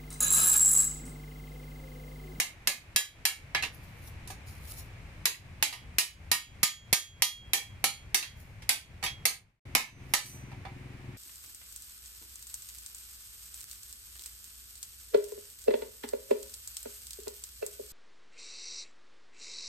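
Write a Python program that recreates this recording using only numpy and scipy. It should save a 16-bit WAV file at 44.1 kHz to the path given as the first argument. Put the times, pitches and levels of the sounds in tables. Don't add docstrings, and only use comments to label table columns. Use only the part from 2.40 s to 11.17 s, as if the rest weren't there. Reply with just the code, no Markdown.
import sys
import numpy as np
from scipy import signal
from scipy.fft import rfft, irfft, next_fast_len
from scipy.io import wavfile
from scipy.ndimage import uniform_filter1d

SR = 44100
rng = np.random.default_rng(int(sys.argv[2]) if len(sys.argv) > 2 else 0)


def wav_record(signal):
    frames = np.transpose(np.atleast_2d(signal))
    bounded = np.clip(frames, -1, 1)
    quanta = np.round(bounded * 32767).astype(np.int16)
    wavfile.write(sys.argv[1], SR, quanta)


N = 386757
TIME = np.arange(N) / SR
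STAKE_FROM_S = 7.254


def gain_of(db):
    return 10 ** (np.asarray(db) / 20)


def unit_rms(x):
    return x / np.sqrt(np.mean(x ** 2) + 1e-20)


def curve_at(points, hz):
    point_hz, value = np.transpose(points)
    return np.interp(np.log(hz + 1), np.log(point_hz), value)


def add(mix, start_s, sound):
    part = mix[:, max(round(start_s * SR), 0):][:, :sound.shape[1]]
    part += sound[:, :part.shape[1]]


def wander(n, size):
    return unit_rms(uniform_filter1d(uniform_filter1d(rng.standard_normal(n), size), size))


# (frequency [Hz], coherence [0-1])
COHERENCE = [(50, 1), (400, 0.91), (1000, 0.14), (2500, 0.045), (6000, 0.028), (15000, 0.05)]


def noise(spectrum, n, colour_db=0, ripple_db=0):
    hz = np.fft.rfftfreq(n, 1 / SR)
    left, other = rfft(rng.standard_normal((2, n)))
    coherence = curve_at(COHERENCE, hz)
    right = coherence * left + np.sqrt(1 - coherence ** 2) * other
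    shape_db = curve_at(spectrum, hz) + ripple_db * np.minimum(wander(len(hz), size=36), 2)
    bins = np.array([left, right]) * gain_of(shape_db)
    return irfft(bins * gain_of(colour_db), n) / np.std(irfft(bins, n))


def ring(hz, db, t60_s, t):
    phase, spread = rng.uniform(-np.pi, np.pi, (2, len(hz)))
    phasors = np.exp(1j * np.array([phase, phase + spread * np.minimum(hz / 5000, 1)]))
    waves = np.exp(np.outer(2j * np.pi * hz - np.log(1000) / t60_s, t))
    return np.einsum("cm,mt->ct", phasors * gain_of(db), waves).real


def pan(x, right_db):
    return x * gain_of(np.array([[-.5], [.5]]) * right_db)


def from_left(x, lag_s=0.00034):
    delayed = np.interp(TIME - lag_s, TIME, x[1])
    return pan(np.array([x[0], delayed]), right_db=-2)


# (frequency [Hz], relative density [dB])
RUMBLE_SPECTRUM = [(20, -14.5), (50, 5.5), (100, 6.5), (140, 0.5), (200, -9.5), (300, -20.5), (600, -35.5),
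                   (1500, -73.5)]
HISS_SPECTRUM = [(100, 12.5), (400, 1.5), (800, 1.5), (1400, -1.5), (2300, 4), (3200, -6.5), (5000, -12.5),
                 (9000, -17), (13000, -22.5), (16000, -23.5)]
# (time [s], rumble [dB], hiss [dB])
ROOM_LEVELS = [(0, -63.5, -59.5), (1.501, -53, -57.5), (6.7, -53, -60), (7.4, -53, -56.5), (8.77, -57, -58)]


def workshop():
    times_s, *levels_db = np.transpose(ROOM_LEVELS)
    rumble_db, hiss_db = (np.interp(TIME, times_s, db) for db in levels_db)
    lumps_db = 0.56 * wander(N, size=2500)
    n_fft = next_fast_len(N, True)
    rumble = noise(RUMBLE_SPECTRUM, n_fft)[:, :N] * gain_of(rumble_db + lumps_db)
    hiss = noise(HISS_SPECTRUM, n_fft)[:, :N] * gain_of(hiss_db)
    return from_left(rumble) + hiss


# (frequency [Hz], relative level [dB], t60 [s])
EXHAUST_MODES = [(123.3, 2.5, 0.093), (193, -8.5, 0.1), (269, -6.5, 0.084), (359.7, -15, 0.16)]


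def engine(firing_hz=21.53, scatter_db=2.2, level_db=-51.5, attack_s=0.0088):
    cycles = np.cumsum(firing_hz * (1 + .004 * wander(N, size=6000))) / SR
    firings = np.diff(np.floor(cycles), prepend=0) * gain_of(scatter_db * rng.standard_normal(N))
    t = np.arange(SR // 4) / SR
    puff = sum(gain_of(db - 60 * t / t60_s) * np.sin(2 * np.pi * hz * t)
               for hz, db, t60_s in EXHAUST_MODES)
    puff *= 1 - np.exp(-t / attack_s)
    chug = unit_rms(signal.oaconvolve(firings, puff)[:N]) * gain_of(level_db) * (TIME > STAKE_FROM_S)
    return from_left([chug, chug])


# (frequency [Hz], relative density [dB])
RUB_SPECTRUM = [(200, -30), (1000, -20), (2500, -14.5), (4500, -6.5), (8000, -7.5), (11000, -1),
                (14000, -3), (16000, 2)]
# (peak time [s], 20 dB rise [s], 20 dB fall [s], relative level [dB])
SLIDE_STROKES = [ (1.345, 0.043, .1, -51.5), (1.439, .05, .15, -54.5), (1.68, 0.13, 0.063, -47.5),
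                 (2.079, 0.022, 0.19, -47), (2.316, 0.11, 0.072, -39), (2.394, 0.075, 0.067, -41),
                 (6.001, 0.074, 0.16, -54), (7.87, 0.13, 0.1, -32.5), ]


def sliding(trim_db=-7, grain=0.27, resonance_db=12, half_width_hz=29):
    out = np.zeros((2, N))
    t = np.arange(SR) / SR - .5
    offset_hz = np.fft.rfftfreq(SR, 1 / SR)[:, None] - np.transpose(BLADE_MODES)[0]
    colour_db = resonance_db * (1 / (1 + (offset_hz / half_width_hz) ** 2)).max(1)
    for peak_s, rise_s, fall_s, db in SLIDE_STROKES:
        grit = unit_rms(np.exp(grain * wander(SR, size=90)))
        rub = unit_rms(noise(RUB_SPECTRUM, SR, colour_db, ripple_db=4.2)) * grit
        envelope_db = -20 * np.maximum(-t / rise_s, t / fall_s)
        add(out, peak_s + t[0], rub * gain_of(trim_db + db + envelope_db))
    return out


# (frequency [Hz], level [dB], t60 [s])
BLOCK_MODES = [(125, -27.5, 0.033), (193, -21.5, 0.025), (392, -17.5, 0.011)]


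def block_thud(t):
    return ring(*np.transpose(BLOCK_MODES), t)


# (frequency [Hz], level [dB], free t60 [s])
ANVIL_MODES = [(3271, -12, .32)]
STAKE_MODES = [(6099, -32, .55), (8240, -31, .4), (10290, -38, .34)]


def support_ring(t, start_s, level_db, damping_per_s=3.1):
    modes = ANVIL_MODES if start_s < STAKE_FROM_S else STAKE_MODES
    damping_db = damping_per_s * min(level_db, 0) * t
    return ring(*np.transpose(modes), t) * gain_of(level_db + damping_db)


def tone_db(hz, bass_db, treble_db):
    return bass_db / (1 + (hz / 1300) ** 3) + treble_db / (1 + (5000 / (hz + 1)) ** 3)


# (frequency [Hz], relative density [dB])
CLANG_SPECTRUM = [(60, -23.5), (250, -17.5), (550, -14), (850, -4.5), (1450, -10.5), (2100, 1), (3000, -4),
                  (4300, -2.5), (8000, -7), (11000, -8), (13500, -11), (16000, -22)]
# (frequency [Hz], t60 [s])
CLANG_DECAY = [(150, 0.22), (800, 0.17), (2300, 0.2), (5000, 0.17), (14000, 0.16)]


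def clang(t, bass_db, treble_db, trim_db=-5):
    colour_db = tone_db(np.fft.rfftfreq(len(t), 1 / SR), bass_db, treble_db)
    wash = noise(CLANG_SPECTRUM, len(t), colour_db, ripple_db=4.2)
    hz, age_s, bands = signal.stft(wash, SR, nperseg=256)
    decay_db = -60 * age_s / curve_at(CLANG_DECAY, hz)[:, None]
    return signal.istft(bands * gain_of(trim_db + decay_db), SR)[1][:, :len(t)]


# (frequency [Hz], relative level [dB], t60 [s], antinode position [0-1])
BLADE_MODES = [ (765, 0, .12, .76), (803, -2, .17, .8), (975, -1, .15, .49), (1228, -1, .17, .55),
               (1310, -5, .17, .97), (1703, 2, .17, .05), (1862, 2, .18, .52), (2300, 1, .19, .86),
               (2560, 7, .08, .28), (2750, 9, .12, .28), (2965, 1, .21, .42), (3240, 3, .18, .1),
               (3692, 2, .19, .62), (3920, 4, .18, .2), (4150, 8, .05, .28), (4252, 0, .2, .82),
               (4572, 0, .19, .79), (4810, 3, .18, .53), (5420, 7, .08, .08), (5550, 2, .16, .57),
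               (5860, 1, .17, .7), (6095, 0, .18, .65), (6700, -1, .22, .62), (6876, 5, .16, .1),
               (7745, -2, .18, .85), (8890, 2, .16, .12), (9505, 1, .18, .8), (10600, 5, .14, .52),
               (11004, 2, .16, .68), (12400, 1, .15, .6), ]


def blade_ring(t, position, bass_db, treble_db, trim_db=-16, scatter_db=2, reach=.2):
    hz, db, t60_s, antinode = np.transpose(BLADE_MODES)
    scatter, detune = rng.standard_normal((2, len(hz)))
    miss_db = 12 * (1 - np.exp(-((position - antinode) / reach) ** 2))
    mode_db = db + trim_db - miss_db + tone_db(hz, bass_db, treble_db) + scatter_db * scatter
    return ring(hz * (1 + .002 * detune), mode_db, t60_s, t)


# (frequency [Hz], relative density [dB])
CRACK_SPECTRUM = [(40, -14), (150, -9), (500, -8.5), (900, 3), (1400, -5.5), (2100, 11), (3200, 0.5),
                  (5500, 3), (8000, -6.5), (11000, 3), (16000, -8)]


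def crack(t, bass_db, treble_db, trim_db=3, t60_s=.034):
    colour_db = tone_db(np.fft.rfftfreq(len(t), 1 / SR), bass_db, treble_db)
    return noise(CRACK_SPECTRUM, len(t), colour_db) * gain_of(trim_db - 60 * t / t60_s)


def impact(start_s, position, bass_db, treble_db, support_db, thud_db, crack_db=0, ring_db=0):
    t = np.arange(SR // 2) / SR
    sound = crack(t, bass_db, treble_db) * gain_of(crack_db)
    sound += clang(t, bass_db, treble_db)
    sound += blade_ring(t, position, bass_db, treble_db) * gain_of(ring_db)
    sound += support_ring(t, start_s, support_db)
    sound += block_thud(t) * gain_of(thud_db)
    attack = 1 - np.exp(-t / 0.00038)
    return sound * attack


# (time [s], force [dB], position on blade [0-1], bass [dB], treble [dB], support ring [dB])
LIGHT_KNOCKS = [ (1.1483, -15, 0.12, -1.5, -20.5, -20), (1.2239, -28.5, 0.27, -4, -6.5, -23),
                (1.234, -26, 0.28, 1, -12.5, -20), (1.874, -52.5, 0.43, 4, 13, -25),
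                (1.902, -46, 0.71, 15, 4, -23), (3.326, -26.5, 0.42, 2.5, -5, -13),
                (5.826, -19.5, 0.27, -6, -9, -9), (6.221, -45, 0.04, -4, -8.5, -21),
                (6.627, -31, 0.87, 7.5, -7.5, -22), (6.6372, -29, 0.6, 8, 0, -7),
                (6.662, -25, 0.7, -8.5, -10.5, 0), (8.116, -50, 1., 21, -13, -24),
                (8.251, -43, 0.85, 21.5, -21, -10), ]


def knocking(firm_force_db=-9, firm_crack_db=11):
    out = np.zeros((2, N))
    for start_s, force_db, position, bass_db, treble_db, support_db in LIGHT_KNOCKS:
        crack_db = firm_crack_db - 2 * (firm_force_db - force_db)
        knock = impact(start_s, position, bass_db, treble_db, support_db, thud_db=-4, crack_db=crack_db)
        add(out, start_s, knock * gain_of(force_db))
    return out


# (time [s], force [dB], position on blade [0-1], blade ring [dB], bass [dB],
# block thud [dB], support ring [dB])
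HAMMER_BLOWS = [ (0.000, -15.5, 0.11, -5, -0.5, -8, -25.5), (0.2728, -6.5, 0, 0.5, 3, -3.5, -32),
                (0.561, -1, .06, 4, -8, 7, -12), (0.8526, -6.5, .14, 0, -1, -9.5, -32.5),
                (2.855, -4, 0, -7.5, -2, -9.5, -30), (3.2255, -3, 0.23, -6, -0.5, -2, -9),
                (3.584, 0.5, 0.39, 0.5, -5.5, -1.5, -16), (3.9154, 0.5, 0.47, 0, 0, -22, -9.5),
                (4.2306, 2.5, .57, -0.5, -4.5, 13.5, -6), (4.5279, 4, 0.66, -1.5, -3, 17, -5.5),
                (4.8212, 1.5, 0.65, 0, -5, 0.5, -1.5), (5.1333, -4.5, 0.8, -5, -1, -22.5, -7),
                (5.441, -5, 0.9, 3, 2.5, -28, -8.5), (5.7450, -1.5, 0.65, -2.5, -3.5, -2, -14),
                (6.2918, -0.5, 0.84, -5, -1.5, -15.5, -12.5), (6.8539, 0.5, 0.85, -5.5, -2, -12, -26),
                (7.3504, 7, 1., -6.5, 6, -4.5, -10.5), (7.7369, 0, 1., 1, 0.5, 8.5, -1), ]


def hammering(anvil_treble_db=4.5, stake_treble_db=1.5, slap_delay_s=.0048, slap_re_thud_db=-18):
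    out = np.zeros((2, N))
    slap_t = np.arange(SR // 8) / SR
    for start_s, force_db, position, ring_db, bass_db, thud_db, support_db in HAMMER_BLOWS:
        treble_db = anvil_treble_db if start_s < STAKE_FROM_S else stake_treble_db
        strike = impact(start_s, position, bass_db, treble_db, support_db, thud_db, ring_db=ring_db)
        slap = crack(slap_t, bass_db, treble_db) * gain_of(thud_db + slap_re_thud_db)
        add(out, start_s, strike * gain_of(force_db))
        add(out, start_s + slap_delay_s, slap * gain_of(force_db))
    return out


def scene():
    impacts = pan(hammering() + knocking(), right_db=3)
    return impacts + engine() + sliding() + workshop()


def limiter(x, threshold_db=-29, attack_s=0.00044, fast_db_per_s=128, slow_db_per_s=28):
    power_db = 10 * np.log10(abs(uniform_filter1d((x ** 2).mean(0), size=180)) + 1e-12)
    reduction_db = np.zeros(N)
    for share, detector_fall_db in (0.8, TIME * fast_db_per_s), (0.084, TIME * slow_db_per_s):
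        held_db = np.maximum.accumulate(power_db + detector_fall_db) - detector_fall_db
        reduction_db = np.maximum(reduction_db, share * (held_db - threshold_db))
    pole = np.exp(-1 / (attack_s * SR))
    return x / gain_of(signal.lfilter([1 - pole], [1, -pole], reduction_db))


def record(dry, makeup_db=5.5, fade_from_s=6.975, fade_db_per_s=141, mute_from_s=7.195, cutoff_hz=15350):
    limited = np.clip(limiter(dry) * gain_of(makeup_db), -1, 1)
    fade_out = gain_of(-fade_db_per_s * np.maximum(TIME - fade_from_s, 0)) * (TIME < mute_from_s)
    fader = uniform_filter1d(fade_out + (TIME > STAKE_FROM_S), size=200)
    lowpass = signal.firwin(255, cutoff_hz, window=("kaiser", 9), fs=SR)
    return signal.oaconvolve(limited * fader, lowpass[None], "same")


dry = scene()
out = record(dry)
wav_record(out)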